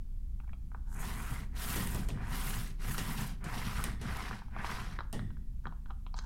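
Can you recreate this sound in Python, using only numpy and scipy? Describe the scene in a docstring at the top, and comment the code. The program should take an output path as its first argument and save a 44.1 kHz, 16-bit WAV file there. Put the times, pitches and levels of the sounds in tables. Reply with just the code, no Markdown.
"""A roller spreads tacky paste up and down a leaning wall board in a small room, in seven strokes.
Random snaps, filtered into bands, make the squelch, fizz and spray of parting threads; air pockets pop.
Filtered noise and snaps make the board rumble, the wire frame crack and ring, and the plastic tap and scrape.
At the end the roller is set down in a plastic tray with taps, bumps and scrapes.
Behind it, two wavering sine tones make a low machine hum, over the coloured noise of the room's air."""
import sys
import numpy as np
from scipy import signal
from scipy.fft import rfft, irfft, next_fast_len
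from scipy.io import wavfile
from scipy.ndimage import map_coordinates

SR = 44100
rng = np.random.default_rng(int(sys.argv[2]) if len(sys.argv) > 2 else 0)


def transcribe(u):
    """Save the signal u as a 16-bit wav file named by the first command-line argument.

    u: samples, shape (n,) or (channels, n), limited to [-1, 1]; the rate is SR.
    q: integer samples, one column per channel.
    """
    v = np.clip(np.atleast_2d(u).T, -1, 1)
    q = np.round(v * 32767).astype(np.int16)
    wavfile.write(sys.argv[1], SR, q)


N = 275625
TIME = np.arange(N) / SR   # s

# strokes, down and up in turn; levels are relative, before speed and the layer's mix act on them:
# (start t/s, end t/s, speeding up t/s, slowing down t/s, squelch level/dB, fizz level/dB, spray level/dB,
#  rumble level/dB, build-up of fine threads t/s, sleeve turns f/Hz, moment its heavy side lands t/s)
STROKES = [(0.93, 1.488, 0.095, 0.17, -46, -54.5, -50.5, -41.5, 0.13, 8.4, 0.85),
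           (1.515, 2.139, 0.14, 0.38, -43.5, -49, -41.5, -40, 0.063, 4, 1.49),
           (2.112, 2.765, 0.24, 0.28, -44.5, -48.5, -43, -39.5, 0.33, 7.5, 2.34),
           (2.777, 3.371, 0.11, 0.18, -45.5, -49.5, -46.5, -38.5, 0.027, 9.1, 3.0),
           (3.4, 3.986, 0.08, 0.19, -43.5, -50, -51, -40.5, 0.15, 8.8, 3.8),
           (3.981, 4.457, 0.16, 0.31, -42.5, -50.3, -55, -42, 0.015, 7.6, 3.3),
           (4.506, 5.028, 0.13, 0.37, -42.5, -50.5, -54.5, -42.5, 0.19, 8.9, 4.6)]
# knocks of the wire frame, levels before the mix: (t/s, crack level/dB, ring level/dB, board thump level/dB)
KNOCKS = [(1.759, -30, -34.5, -29), (1.873, -28, -61, -56), (1.947, -32.5, -59, -32),
          (2.087, -34, -46, -34.5), (2.981, -27.5, -37, -32), (3.442, -40, -47.5, -37.5),
          (3.84, -26.5, -41, -36), (4.014, -41, -48, -35.5), (5.128, -32, -43, -31.5)]
# resonances of the wall board: (f/Hz, width f/Hz, relative level/dB)
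BOARD_MODES = [(100.1, 12, 4), (120.5, 28.8, 2.5), (148.3, 47.4, 1), (180.8, 20.5, -1), (205.3, 4.6, 0.5),
               (235.6, 13.6, -3.5), (272.5, 41, -14.5), (403, 33, -15), (418, 140, -28.5)]


def from_db(db):
    """Turn decibels into a gain."""
    return 10 ** (np.asarray(db) / 20)


def rms_one(x):
    """Scale to an average strength (rms) of 1."""
    return x / np.sqrt(np.mean(x ** 2) + 1e-20)


def peak_one(x):
    """Scale so that the highest peak is 1."""
    return x / np.max(np.abs(x))


def at_hz(points, hz):
    """Read a spectrum between its points, on a log-frequency axis."""
    f, value = np.transpose(points)
    return np.interp(np.log(hz), np.log(f), value)


def add(out, s, sound):
    """Mix a sound in, starting at time s."""
    start = int(s * SR)
    out[start:start + len(sound)] += sound[:N - start]


def drift(rate):
    """Random wavering of rms 1: noise smoothed to about this rate in Hz."""
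    step = 40   # computed at every 40th sample, with straight lines between
    r = np.exp(-2 * np.pi * rate * step / SR)
    noise = rng.standard_normal(N // step + 2002)
    slow = signal.lfilter([1], [1, -2 * r, r * r], noise)[2000:]   # drop the filter's start-up
    return np.interp(np.arange(N) / step, np.arange(len(slow)), rms_one(slow))


def band(x, low_hz, high_hz, order=2):
    """Keep only the sound between two frequencies (Butterworth band-pass)."""
    edges = [low_hz, min(high_hz, .49 * SR)]
    return signal.sosfilt(signal.butter(order, edges, "band", fs=SR, output="sos"), x + 1e-18)


def resonate(x, modes):
    """Let a sound excite resonances (Hz, width in Hz, dB) side by side, with alternating signs."""
    out = 0
    for k, (hz, width, db) in enumerate(modes):
        r = np.exp(-np.pi * width / SR)   # a wide resonance dies sooner
        poles = [1, -2 * r * np.cos(2 * np.pi * hz / SR), r * r]
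        ringing = (1 - r * r) / 2 * signal.lfilter([1, 0, -1], poles, x + 1e-18)
        out = out + (-1) ** k * from_db(db) * ringing
    return out


def coloured(x, spectrum):
    """Multiply the spectrum of a steady signal by a curve in dB; rms 1."""
    size = next_fast_len(N)
    hz = np.maximum(np.arange(size // 2 + 1) * SR / size, 1)
    return rms_one(irfft(rfft(x, size) * from_db(at_hz(spectrum, hz)), size)[:N])


def fade(t60, size=32768):
    """Exponential decay that falls by 60 dB in t60 seconds."""
    return from_db(-60 * TIME[:size] / t60)


def burst(t60, size=32768):
    """Noise that dies away by 60 dB in t60 seconds."""
    return rng.standard_normal(size) * fade(t60, size=size)


def grains(per_s, spread_db):
    """Single-sample snaps at random moments, of random sign and uneven size."""
    sizes = from_db(spread_db * np.minimum(rng.exponential(1, N), 5))
    return sizes * rng.choice([-1, 1], N) * (rng.random(N) < per_s / SR)


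def ease(x):
    """A quarter sine from 0 to 1."""
    return np.sin(np.pi / 2 * np.clip(x, 0, 1))


def paste(squelch_db, fizz_db, spray_db):
    """Thick threads of paste part with a squelch, fine ones with a fizz and spray; the uneven nap clumps them."""
    # colour of the parting threads: (f/Hz, relative level/dB)
    thread_colour = [(250, -24), (420, -0.5), (578, -13.5), (736, -3.5), (857, -6), (1040, -2.5),
                     (1270, -4), (2100, -6), (2410, -6.5), (2640, -9), (3410, -15.5), (6550, -18),
                     (12000, 20), (15100, -30.5), (15800, -22.5)]
    # colour of the spray, read at the middle of each band: (f/Hz, relative level/dB)
    spray_colour = [(6200, -4), (8000, -2), (10500, 1), (12500, -0.5), (14000, 3), (16000, -15)]
    spray_flat_db, spray_tilt = -45, 0.52   # spray level without tilt; dB per octave for each dB above it
    top_lag_ms, bottom_lag_ms = 1.306, 0.451   # lag of the reflection at the top and bottom of the board
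    reflection_db = -14

    nap_db = 0.72 * drift(29.6)
    squelch = rms_one(band(coloured(grains(per_s=1700, spread_db=1.5), thread_colour), 450, 2350, order=3))
    fizz = rms_one(band(coloured(grains(per_s=5000, spread_db=1.0), thread_colour), 2765, 5990, order=4))

    # a fast roller in tacky paste pulls finer threads: the louder the spray, the brighter
    tilt_db = np.clip(spray_tilt * (spray_db - spray_flat_db), -9, 2)   # dB per octave
    spray = 0
    for low, high in [(6200, 8400), (8400, 11000), (11000, 13500), (13500, 16200)]:   # Hz
        snaps = rms_one(band(grains(per_s=14000, spread_db=5.5), low, high, order=3))
        colour_db = at_hz(spray_colour, np.sqrt(low * high))
        spray = spray + snaps * from_db(colour_db + tilt_db * np.log2(low / 8400))

    threads = squelch * from_db(squelch_db + 0.4 * drift(39))
    threads = threads + fizz * from_db(fizz_db + 1.0 + 2.4 * drift(20))
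    threads = threads + spray * (from_db(spray_db) + rips()) * from_db(-6.0)
    direct = threads * from_db(nap_db - 3.5) * on_wall() + smacks(squelch_db)

    # the reflection's lag changes as the roller travels: a sweeping, hollow colour (comb filter)
    *_, height = rolling()
    lag_ms = bottom_lag_ms + (top_lag_ms - bottom_lag_ms) * height
    reflection = map_coordinates(direct, [np.arange(N) - lag_ms * SR / 1000], order=3)
    return direct + from_db(reflection_db) * reflection


def rips():
    """The nap rips free in patches: extra gain for the spray of fine snaps, swelling and fading."""
    # rips of the nap, levels before the spray's mix: (t/s, length t/s, spray level/dB)
    tears = [(0.85, 0.28, -58.5), (0.94, 0.0086, -55), (0.964, 0.0067, -53), (0.987, 0.042, -48),
             (2.903, 0.053, -45.5), (3.206, 0.011, -52), (3.267, 0.015, -49), (4.166, .01, -50)]
    gain = np.zeros(N)
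    for s, length, db in tears:
        add(gain, s, from_db(db) * signal.windows.tukey(int(length * SR), .7))
    return gain


def smacks(squelch_db, count=160):
    """Air pockets open at random, more often as the paste gets tacky, as strongly as the paste squelches."""
    first_per_s, last_per_s = 7.6, 26   # rate at the start of the first and the end of the last stroke
    smack_db = -6   # relative to the squelch
    middle_hz, pitch_octaves, width_hz, mean_s = 1400, 1.2, 200, 0.016   # pitch, its range, width, length
    out, hiss = np.zeros(N), rng.standard_normal(N)
    first, last = STROKES[0][0], STROKES[-1][1]
    for when, chance, size, pitch in rng.random((count, 4)):
        per_s = first_per_s + (last_per_s - first_per_s) * when
        if chance < per_s * (last - first) / count:
            s = first + when * (last - first)
            hz = middle_hz * 2 ** (pitch_octaves * (pitch - .5))
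            at = int(s * SR)
            swell = signal.windows.tukey(int(mean_s * (.5 + size) * SR), .6)
            ringing = resonate(hiss[at:at + len(swell)], [(hz, width_hz, 0)])
            pocket = band(ringing, hz / 2, 2 * hz)
            add(out, s, from_db(squelch_db[at] + smack_db) * rms_one(pocket * swell))
    return out


def on_wall():
    """1 while the roller touches the board, 0 before and after."""
    return np.interp(TIME, [.83, .92, 5.04, 5.1], [0, 1, 1, 0])


def rolling():
    """The arm speeds the roller up, holds and slows it: speed, sleeve swell, fine threads, height (1 = top)."""
    creep, fine_creep = .09, 0.11   # share of full speed and of fine threads left at the turning points
    speed, swell, fine, height = np.zeros(N), np.zeros(N), np.zeros(N), np.ones(N)
    for k, (start, end, rise, fall, *_, build, turns_per_s, lands) in enumerate(STROKES):
        stroke = ease((TIME - start) / rise) * ease((end - TIME) / fall)
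        speed += stroke
        fine += stroke * ease((TIME - start) / build) ** 2
        swell += stroke * np.cos(2 * np.pi * turns_per_s * (TIME - lands))
        height -= (-1) ** k * np.cumsum(stroke) / np.sum(stroke)   # down, then up
    return np.hypot(speed, creep), swell, np.hypot(fine, fine_creep), height


def stroke_levels():
    """Squelch, fizz, spray and rumble in dB: each stroke's strength, its speed and the lopsided sleeve's turns."""
    # the gain of each layer follows the speed, or the fine threads, to this power
    squelch_power, fizz_power, spray_power, rumble_power = 1.29, 1.34, 1.89, 0.58
    squelch_swell_db, spray_swell_db, rumble_swell_db = 0.67, 1, 3   # swell once per turn
    speed, swell, fine, _ = rolling()
    rows = np.array(STROKES)
    edges = rows[:, :2].ravel()   # start and end of each stroke
    squelch, fizz, spray, rumble = [np.interp(TIME, edges, np.repeat(db, 2)) for db in rows.T[4:8]]
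    speed_db, fine_db = 20 * np.log10(speed), 20 * np.log10(fine)
    return (squelch + squelch_power * speed_db + squelch_swell_db * swell,
            fizz + fizz_power * fine_db + squelch_swell_db * swell,
            spray + spray_power * fine_db + spray_swell_db * swell,
            rumble + rumble_power * speed_db + rumble_swell_db * swell)


def board(rumble_db):
    """The lumpy sleeve drums on the board's resonances, and each knock of the frame thumps it."""
    lumps = grains(per_s=800, spread_db=2.5)
    rumble = rms_one(band(resonate(lumps, BOARD_MODES), 89, 604))
    out = rumble * from_db(rumble_db - 4.5) * on_wall()
    for s, _, _, thump_db in KNOCKS:
        add(out, s, from_db(thump_db) * thump(t60=1.0, panel_db=-2.5))
    return out


def thump(t60, panel_db):
    """The low modes of a struck panel boom on while its middle range dies quickly; peak 1."""
    boom = peak_one(band(resonate(burst(t60), BOARD_MODES), 66, 350))
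    panel = peak_one(band(burst(t60=0.38), 140, 370, order=1))
    return peak_one(boom + from_db(panel_db) * band(panel, 98, 1180))


def frame():
    """The roller's wire frame strikes the board: a sharp crack, then the wire rings and buzzes."""
    # resonances of the wire: (f/Hz, relative level/dB, 60 dB fade before stretching t/s)
    wire_modes = [(1870, 14, 0.41), (1870, -5, 0.41), (2942, 14, 0.19), (3430, 5, 0.4), (3600, 1, 0.43),
                  (5330, -16, .3), (5250, -5, 0.55), (7400, -27, 0.17), (8400, -23, 0.2), (8400, 4, 0.32),
                  (9470, 5, 0.21)]
    # resonances of the crack: (f/Hz, width f/Hz, relative level/dB)
    crack_modes = [(993, 160, 3.5), (3020, 1400, -6), (5850, 800, -6), (8640, 740, 3), (13200, 2700, -9.5)]
    out = np.zeros(N)
    for s, crack_db, ring_db, _ in KNOCKS:
        blow = .1 * burst(t60=.024) + .4 * burst(t60=.005)
        blow[0] += 1   # the sharp first contact
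        crack = peak_one(resonate(blow, crack_modes))
        ring = 0
        for hz, db, t60 in wire_modes:
            decay = fade(1.46 * t60)
            tone = rms_one(resonate(rng.standard_normal(len(decay)), [(hz, 0.049 * hz, 0)]))
            ring = ring + from_db(db) * decay * tone
        buzz = band(burst(t60=0.22), 900, 8700)
        wire = peak_one(ring) + from_db(3.0) * peak_one(buzz)
        add(out, s, from_db(crack_db + 2.0) * crack + from_db(ring_db) * wire)
    return out


def taps():
    """Short blows on plastic: a dull thud, a hollow, well damped knock and a tick, scattered by what lies near."""
    # light taps of roller, handle and tray; the pitches are scaled and the levels lifted below:
    # (t/s, level/dB, hollow pitch f/Hz, tick pitch f/Hz, tick relative level/dB)
    blows = [(0.401, -52.5, 1140, 2180, -12), (0.477, -60, 880, 2330, -14), (0.493, -54.5, 1590, 2440, -20),
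             (0.532, -53.5, 980, 2380, -6.5), (0.717, -52.5, 1270, 2360, -26),
             (0.747, -40.5, 1126, 2620, -33), (2.103, -54.5, 1300, 2690, 5.5),
             (2.174, -44, 1295, 2360, -24), (4.311, -35.5, 1180, 2860, -21),
             (4.419, -45.5, 1130, 2750, -30), (4.483, -56, 875, 2340, -22), (4.564, -37, 960, 2380, -22),
             (4.645, -31.5, 1060, 2180, -16), (4.989, -33, 1500, 3600, -17),
             (5.006, -35.5, 1140, 3830, -18.5), (5.193, -39.5, 1560, 3400, -15),
             (5.305, -53, 1280, 2920, -14), (5.369, -55.5, 1390, 2230, -24),
             (5.655, -36.5, 1440, 2300, -27), (5.669, -38, 1040, 3200, -16), (5.724, -48, 875, 2870, -23),
             (5.859, -52.5, 1300, 3220, -14), (5.901, -50, 950, 3130, -25), (5.906, -42, 970, 2950, -16.5),
             (6.065, -48, 970, 2800, -7), (6.142, -42, 940, 4600, -10), (6.189, -41, 1490, 6350, -1.5)]
    # resonances shared by all ticks of the plastic: (f/Hz, width f/Hz, relative level/dB)
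    tick_modes = [(2170, 160, 3), (3240, 60, 1), (4030, 280, 4.5), (5180, 430, -2), (6740, 1000, -36)]
    thud_db = -14.5   # relative to the hollow knock
    out = np.zeros(N)
    for s, peak_db, hollow_hz, tick_hz, tick_db in blows:
        blow = 0.044 * burst(t60=0.056)
        blow[0] += 1   # the first contact; the weak noise after it is the scatter
        thud = band(blow, 280, 630)
        hollow_modes = [(0.72 * hollow_hz, 320, 0), (1.215 * hollow_hz, 420, -1)]
        hollow = band(resonate(blow, hollow_modes), 590, 1960)
        tick = band(resonate(blow, tick_modes + [(tick_hz, 260, 5)]), 2170, 1.34 * tick_hz, order=3)
        sound = peak_one(hollow) + from_db(tick_db + 4.0) * peak_one(tick) + from_db(thud_db) * peak_one(thud)
        add(out, s, from_db(peak_db + 6.5) * sound)
    return out


def drags():
    """Brief scrapes: dense little slips excite the plastic, with a hollow part and a rasp."""
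    # rubs of the roller and its handle: (t/s, length t/s, level/dB, rasp relative level/dB)
    rubs = [(0.434, 0.017, -64, -19), (0.852, 0.14, -62.5, -13), (5.633, 0.068, -63.5, -13),
            (5.877, 0.05, -61, -14.5), (6.155, 0.046, -54.5, -2.5), (6.202, 0.1, -59, -9)]
    push, rasp = np.zeros(N), np.zeros(N)
    for s, length, db, rasp_db in rubs:
        stroke = from_db(db) * signal.windows.tukey(int(length * SR))
        add(push, s, stroke)
        add(rasp, s, from_db(rasp_db) * stroke)
    slips = grains(per_s=1000, spread_db=5.0)
    hollow = rms_one(band(resonate(slips, [(880, 94, 0.44), (1580, 200, -1.4)]), 490, 1500))
    return push * hollow + rasp * rms_one(band(slips, 3000, 7400, order=3))


def bumps():
    """A thin panel gives a soft, low bump: a short burst of low noise."""
    # the roller bumps the board, later the floor of the tray: (t/s, peak level/dB)
    hits = [(0.757, -54), (5.658, -39), (5.668, -55), (6.143, -53)]
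    out = np.zeros(N)
    for s, peak_db in hits:
        add(out, s, from_db(peak_db) * peak_one(band(burst(t60=0.17), 122, 198)))
    return out


def room(x, low_t60, high_t60, wet_db):
    """Echoes blur into a tail of fading noise whose treble dies first."""
    tail = band(burst(low_t60), 120, 2120) + 0.83 * band(burst(high_t60), 2000, 22500)
    tail *= 1 - fade(t60=0.01)   # soft start
    tail = tail / np.sqrt(np.sum(tail ** 2))
    return x + from_db(wet_db) * signal.fftconvolve(x, tail)[:N]


def hum():
    """A slow machine drones at its turning rate and the octave, both wavering, over the room's air."""
    # path of the hum, before its wavering and trim: (t/s, fundamental level/dB, octave level/dB)
    hum_path = [(0, -36, -55), (0.5, -42.5, -46), (2.15, -39.5, -44.5), (2.42, -34.5, -45),
                (2.95, -39, -58.5), (3.9, -42, -43), (4.42, -50, -47), (4.9, -41.5, -53.5),
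                (5.3, -41.5, -52.5), (6.25, -36.5, -48)]
    # colour of the room's air: (f/Hz, relative level/dB)
    air_colour = [(15, 0), (28, -11.5), (42, 0.5), (74, -9.5), (95, -14), (140, -17), (230, -24.5),
                  (320, -36.5), (450, -47.5), (620, -53), (780, -50), (1400, -56.5), (4000, -59.3),
                  (15800, -61)]
    turn_hz, air_db = 29.52, -42.5
    s, low_db, octave_db = np.transpose(hum_path)
    turn = 2 * np.pi * turn_hz * TIME + .25 * drift(1.5)
    low = from_db(np.interp(TIME, s, low_db) + 1.8 * drift(3.5) - .9) * np.sin(turn)
    octave_gain = from_db(np.interp(TIME, s, octave_db) + 2.5 * drift(7.6))
    octave = octave_gain * np.sin(2 * turn + 0.19 * drift(9.6))
    air = from_db(air_db) * coloured(rng.standard_normal(N), air_colour)
    return np.sqrt(2) * (low + octave) + air   # sqrt(2) gives a sine an rms of 1


def scene():
    """Roller, board and tray in the humming room."""
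    squelch_db, fizz_db, spray_db, rumble_db = stroke_levels()
    near = paste(squelch_db, fizz_db, spray_db) + frame() + taps() + drags()
    echoing = room(near, low_t60=0.38, high_t60=0.3, wet_db=-13.5)
    return (echoing + board(rumble_db) + bumps() + hum())[None]


def record(dry):
    """A steep low-pass filter removes the treble above 15.9 kHz."""
    return signal.sosfilt(signal.ellip(12, .1, 80, 15900, fs=SR, output="sos"), dry)


dry = scene()
out = record(dry)
transcribe(out)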